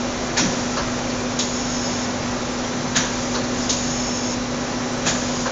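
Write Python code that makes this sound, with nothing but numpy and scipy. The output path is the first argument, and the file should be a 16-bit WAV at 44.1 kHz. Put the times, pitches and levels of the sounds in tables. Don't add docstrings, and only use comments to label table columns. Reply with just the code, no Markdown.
import sys
import numpy as np
from scipy import signal
from scipy.fft import rfft, irfft, next_fast_len
from scipy.io import wavfile
from scipy.ndimage import map_coordinates

SR = 44100
rng = np.random.default_rng(int(sys.argv[2]) if len(sys.argv) > 2 else 0)


def decibels_to_gain(level_db):
    exponent = np.asarray(level_db, float) / 20
    return 10 ** exponent


def int16_out(signal):
    q = np.round(np.clip(np.atleast_2d(signal).T, -1, 1) * 32767)
    wavfile.write(sys.argv[1], SR, q.astype(np.int16))


N = 242991
TIME = np.arange(N) / SR

# [f/Hz, width/Hz, level/dB]
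EXHAUST = [(3820, 1600, -7), (4460, 1200, -7.5), (5350, 340, -2.5), (6540, 990, 1.5), (6790, 1200, 1.5),
           (7370, 500, -5), (5690, 2200, -2)]

# (f/Hz, width/Hz, t60/s, hold/s)
BASE, BED = (89, 80, .4, 0.01), (210, 170, 0.35, 0.029)
HOUSING, DISC = (870, 300, .18, 0.0047), (1680, 270, .14, 0.015)
SHANK, BOLT = (2800, 560, 0.1, .011), (3300, 400, .08, .006)
PIN, LATCH = (3700, 1000, 0.089, 0.018), (4300, 1100, .11, 0.008)
SPOOL, VENT = (5350, 320, .11, 0.013), (5740, 800, .26, .026)
PORT, NOZZLE = (5900, 650, .17, 0.021), (6750, 300, .09, 0.01)


def evened(x):
    return x / np.sqrt(np.mean(x ** 2) + 1e-20)


def filtered(x, gain):
    size = next_fast_len(len(x), True)
    f_hz = np.fft.rfftfreq(size, 1 / SR) + 1
    return irfft(rfft(x, size) * gain(f_hz), size)[:len(x)]


def coloured(x, points):
    hz, db = np.transpose(points)
    return filtered(x, lambda f: decibels_to_gain(np.interp(np.log(f), np.log(hz), db)))


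def ringing(x, modes, tilt_db=0, pivot_hz=1000):
    def gain(f):
        power = sum(decibels_to_gain(2 * db) / (1 + (2 * (f - hz) / w) ** 2) ** 2 for hz, w, db in modes)
        return np.sqrt(power) * decibels_to_gain(tilt_db * np.log2(np.maximum(f, 400) / pivot_hz))
    return filtered(x, gain)


def resonate(x, hz, width_hz):
    turn = np.exp(2j * np.pi * np.cumsum(hz * np.ones(len(x))) / SR)
    r = np.exp(-np.pi * width_hz / SR)
    return 2 * (turn * signal.lfilter([1 - r], [1, -r], x / turn)).real


def drift(rate_hz):
    steps = rng.standard_normal(int(N / SR * rate_hz * 2) + 4)
    return np.repeat(map_coordinates(steps, [TIME[::32] * rate_hz * 2], order=3), 32)[:N]


def flow(open_s, shut_s, rise_s, sag_db_per_s, fall_s):
    swell = np.sin(np.pi / 2 * np.clip((TIME - open_s) / rise_s, 0, 1)) ** 2
    sag_db = sag_db_per_s * (TIME - open_s) * (TIME > open_s)
    return swell * decibels_to_gain(sag_db - 20 * np.clip((TIME - shut_s) / fall_s, 0, 10))


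def add(mix, s, sound):
    part = mix[round(s * SR):][:len(sound)]
    part += sound[:len(part)]


def burst(db, rise_s, t60_s, tilt_db, hold_s, modes, grit_db, pivot_hz):
    t = np.arange(SR // 2) / SR
    grit = np.repeat(decibels_to_gain(grit_db * rng.standard_normal(len(t) // 50)), 50)
    swell = np.sin(np.pi / 2 * np.clip(t / rise_s, 0, 1)) ** 2
    decay = decibels_to_gain(-60 * np.maximum(t - rise_s - hold_s, 0) / t60_s)
    rung = ringing(rng.standard_normal(len(t)) * grit, modes, tilt_db, pivot_hz)
    top = rung[round(rise_s * SR / 2):][:round((rise_s + hold_s) * SR) + SR // 100]
    return decibels_to_gain(db) * swell * decay * rung / np.sqrt(np.mean(top ** 2))


def hum():
    # [f/Hz, level/dB rms]
    low_tones = [(51.1, -45), (100.9, -45), (109, -47), (119.8, -43), (275.9, -45), (506, -45),
                 (526.2, -47), (535.6, -47), (553.1, -43), (598.9, -48), (608.3, -51), (803.5, -49),
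                 (829, -49), (987.8, -51), (994.6, -50), (1079.4, -51)]
    high_tones = [(1193.7, -52), (1339.1, -50), (1471, -53), (1935.3, -53), (2375.4, -52), (2760.3, -55),
                  (3750.8, -56), (3976.9, -52), (2386.1, -57), (3482, -56), (3870.6, -59), (4375.3, -58),
                  (5369.8, -53), (5540.8, -56), (5570.4, -56), (6050.8, -55), (6420.9, -56), (5625.5, -53),
                  (5653.8, -52), (5967.4, -55), (6163.9, -52), (6932.3, -54)]
    # [start/s, stop/s]; a stop ahead of its start leaves next to no load
    turns = [(.8, 1.36), (3.36, 3.1)]
    pump_hz, pump_db, load_db, load_rise_s = 245.2, -30, 1.5, .15
    load = sum(flow(a, b, load_rise_s, 0, load_rise_s) for a, b in turns)
    pump_gain = decibels_to_gain(pump_db + load_db * load + 0.48 * drift(1.5))
    pump = pump_gain * np.sin(2 * np.pi * pump_hz * TIME + .08 * drift(1.9))
    out = np.zeros(N)
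    for tones, trim_db in (low_tones, -.5), (high_tones, -.7):
        for hz, db in tones:
            waver = drift(2.5)
            phase = 2 * np.pi * (hz * TIME + rng.random()) + 0.72 * waver[::-1]
            out += decibels_to_gain(db + trim_db) * (1 + .3 * waver) * np.sin(phase)
    return np.sqrt(2) * (pump + out)


def wash():
    # [f/Hz, level/dB per Hz]
    shop_spectrum = [(20, -10), (35, -5), (75, -7), (130, -4), (220, -1), (320, -3.5), (550, -1.5),
                     (800, -5), (1400, -8), (2100, -12), (3000, -15.5), (4800, -15.5), (6000, -12.5),
                     (7000, -14.5)]
    # [f/Hz, width/Hz, level/dB]
    panels = [(149.3, 12, -2.5), (258.7, 46, -4), (331.4, 14, -3), (376.7, 12.8, -1), (797.5, 21, -11)]
    broad = evened(coloured(rng.standard_normal(N), shop_spectrum))
    hummed = evened(ringing(rng.standard_normal(N), panels))
    return decibels_to_gain(-25.5 + 0.36 * drift(4)) * broad + decibels_to_gain(-35.0) * hummed


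def coupling_knocks():
    # [t/s, level/dB rms, tilt/dB per octave]
    knocks = [
        (.356, -21, -0.5),
        (2.942, -21, -1),
        (5.047, -21.5, -1.5),
    ]
    # [f/Hz, width/Hz, level/dB]
    steel = [(547, 370, -9.5), (944, 200, -2.5), (1550, 540, 0), (1720, 340, 0.5), (2460, 280, 0),
             (3280, 480, 0), (3900, 430, -2), (4360, 1300, -5.5), (2000, 5000, -2)]
    rise_s, t60_s, hold_s = .022, 0.29, 0.014
    out = np.zeros(N)
    for s, db, tilt_db in knocks:
        add(out, s, burst(db, rise_s, t60_s, tilt_db, hold_s, steel, grit_db=2., pivot_hz=1500))
    return out


def valve_blasts():
    # [t/s, level/dB rms, t60/s, tilt/dB per octave, hold/s]
    blasts = [
        (0.365, -21.5, 0.14, -2, 0.018),
        (2.953, -17.5, 0.12, 0, .005),
        (5.055, -21.5, .2, 6, .03),
    ]
    rise_s = .014
    out = np.zeros(N)
    for s, db, t60_s, tilt_db, hold_s in blasts:
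        add(out, s, burst(db, rise_s, t60_s, tilt_db, hold_s, EXHAUST, grit_db=0.5, pivot_hz=5000))
    return out


def part_rings():
    # [t/s, level/dB rms, part (f/Hz, width/Hz, t60/s, hold/s)]
    rings = [(.365, -31, DISC), (.374, -26.5, SPOOL), (.376, -28, NOZZLE), (.378, -26, HOUSING),
             (.389, -25.5, VENT), (.408, -23.5, BED), (.768, -34.5, LATCH), (.77, -41, SHANK),
             (0.79, -29.5, BASE), (1.097, -35, LATCH), (1.111, -38, SHANK), (1.39, -28, PIN),
             (2.639, -35, BOLT), (2.642, -37.5, PORT), (2.948, -29.5, PIN), (2.955, -30, DISC),
             (2.955, -35, HOUSING), (2.959, -28.5, BED), (2.965, -25.5, NOZZLE), (2.985, -28.5, PORT),
             (3.333, -36.5, PORT), (3.346, -28.5, LATCH), (3.44, -36, LATCH), (3.61, -35, SPOOL),
             (5.065, -30, HOUSING), (5.11, -33, BED)]
    out = np.zeros(N)
    for s, db, (hz, width_hz, t60_s, hold_s) in rings:
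        rise_s = 0.68 / width_hz + 0.0028
        modes = [(hz, width_hz, 0)]
        add(out, s, burst(db, rise_s, t60_s, 0, hold_s, modes, grit_db=-1, pivot_hz=400))
    return out


def line_hiss():
    # [open/s, shut/s, level/dB rms, rise/s]
    flows = [(.4, .79, -34, .1), (.8, 1.402, -40.5, .1), (1.42, 2.055, -32, 0.11), (2.98, 3.38, -30, 0.23),
             (3.48, 3.686, -28.5, .13), (3.71, 4.344, -30.5, 0.065), (5.076, 5.469, -28.5, 0.15)]
    # [f/Hz, level/dB]
    hiss_spectrum = [(1500, -29), (2500, -10.5), (3500, -4), (4000, -10.5), (4500, -7), (5000, 0),
                     (5400, -5), (6000, 0), (6800, 2), (7400, -5.5)]
    sag_db_per_s, fall_s = -2.5, .05
    level = sum(decibels_to_gain(db) * flow(a, b, rise_s, sag_db_per_s, fall_s) for a, b, db, rise_s in flows)
    return level * decibels_to_gain(.8 * drift(25)) * evened(coloured(rng.standard_normal(N), hiss_spectrum))


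def disc_seatings():
    # [t/s, level/dB rms]
    seatings = [
        (.764, -23.5),
        (3.341, -26),
        (5.453, -24),
    ]
    # [f/Hz, width/Hz, level/dB]
    seat_modes = [(557, 210, 2), (1030, 400, 0), (1460, 660, -2.5), (2900, 900, -13.5), (4380, 1000, -12),
                  (6000, 1500, -14.5)]
    rise_s, t60_s, hold_s = 0.0099, .21, .018
    out = np.zeros(N)
    for s, db in seatings:
        add(out, s, burst(db, rise_s, t60_s, 0, hold_s, seat_modes, grit_db=1.0, pivot_hz=1200))
    return out


def clamp_pops():
    # [t/s, level/dB rms]
    pops = [
        (1.389, -20),
        (3.692, -17.5),
    ]
    rise_s, t60_s, tilt_db, hold_s = 0.0022, 0.15, -5, 0.0091
    bounce_s, bounce_db = .032, -8
    out = np.zeros(N)
    for s, db in pops:
        for late_s, less_db in (0, 0), (bounce_s, bounce_db):
            pop = burst(db + less_db, rise_s, t60_s, tilt_db, hold_s, EXHAUST,
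                        grit_db=0.0, pivot_hz=5000)
            add(out, s + late_s, pop)
    return out


def clamp_whistles():
    # [open/s, shut/s, upper level/dB rms, lower level/dB rms, lower rise/s]
    clampings = [
        (1.414, 2.047, -34.5, -36.5, 0.2),
        (3.71, 4.338, -33.5, -34.5, .27),
    ]
    upper_end_hz, upper_drop_hz, upper_settle_s, upper_wander_hz = 6610, 150, 0.18, 50
    upper_rise_s, upper_sag_db_per_s = .1, -3.5
    lower_hz, lower_sag_db_per_s, fall_s = 5385, -4.5, .03
    out = np.zeros(N)
    for a, b, upper_db, lower_db, lower_rise_s in clampings:
        glide_hz = upper_drop_hz * np.exp(-abs(TIME - a) / upper_settle_s)
        upper_hz = upper_end_hz + glide_hz + upper_wander_hz * drift(5)
        upper, lower = rng.standard_normal((2, N))
        upper = evened(resonate(resonate(upper, upper_hz, 230), upper_hz, 650))
        lower = evened(resonate(resonate(lower, lower_hz, 150), lower_hz, 420))
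        upper_flow = flow(a, b, upper_rise_s, upper_sag_db_per_s, fall_s)
        lower_flow = flow(a, b, lower_rise_s, lower_sag_db_per_s, fall_s)
        out += decibels_to_gain(upper_db + 1.7 * drift(15)) * upper * upper_flow
        out += decibels_to_gain(lower_db + 0.8 * drift(13)) * lower * lower_flow
    return out


def enclosure(x):
    t = np.arange(SR // 2) / SR
    echoes = rng.choice([-1., 1.], len(t)) * (rng.random(len(t)) < .06) * (t > .004)
    taps = echoes * decibels_to_gain(-60 * t / 1.0)
    return signal.fftconvolve(x, taps / np.linalg.norm(taps))[:N]


def scene():
    turret = coupling_knocks() + valve_blasts() + part_rings() + disc_seatings() + clamp_pops()
    air = line_hiss() + clamp_whistles()
    return np.tile(turret + decibels_to_gain(-7) * enclosure(turret) + air + hum() + wash(), (2, 1))


def top_cut(x):
    return signal.sosfilt(signal.butter(12, 8360, fs=SR, output="sos"), x)


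def record(dry):
    # [t/s, side level/dB, low f/Hz, high f/Hz]
    side_patches = [(.586, -47, 6900, 7650), (.864, -51, 6900, 7650), (1.212, -47, 6900, 7650),
                    (1.77, -37, 5150, 6350), (1.862, -32, 4650, 5750), (2.21, -44, 4200, 5200),
                    (2.513, -44, 5700, 7650), (2.537, -43, 5150, 6350), (2.884, -40, 4650, 6350),
                    (4.928, -43, 6250, 7650), (4.975, -48, 6900, 7650), (5.16, -43, 6900, 7650)]
    side = np.zeros(N)
    for s, db, lo, hi in side_patches:
        band = [(lo - 30, -90), (lo, 0), (hi, 0), (hi + 30, -90)]
        patch = evened(coloured(rng.standard_normal(2048), band)) * np.hanning(2048)
        add(side, s - 1024 / SR, decibels_to_gain(db - 1) * patch)
    overloaded = .9 * np.tanh(dry[0] / .9)
    edge = [(7000, 0.5), (7150, -2.5), (7300, -7), (7500, -6.0), (7700, -18.5), (7800, -42.5)]
    hz, _, z = signal.stft(coloured(overloaded, edge), SR, nperseg=2048, noverlap=1024)
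    treble_db = 10 * np.log10(np.mean(abs(z[hz > 5000]) ** 2, axis=0) + 1e-20)
    excess_db = np.clip(treble_db - np.median(treble_db) - 4, 0, 10)
    top_hz = 7430 + 42 * np.minimum(rng.exponential(1, z.shape[1]), 4) + 16 * excess_db
    mono = signal.istft(z * (hz[:, None] < top_hz), SR, nperseg=2048, noverlap=1024)[1][:N]
    return top_cut(np.array([mono + side, mono - side]))


dry = scene()
out = record(dry)
int16_out(out)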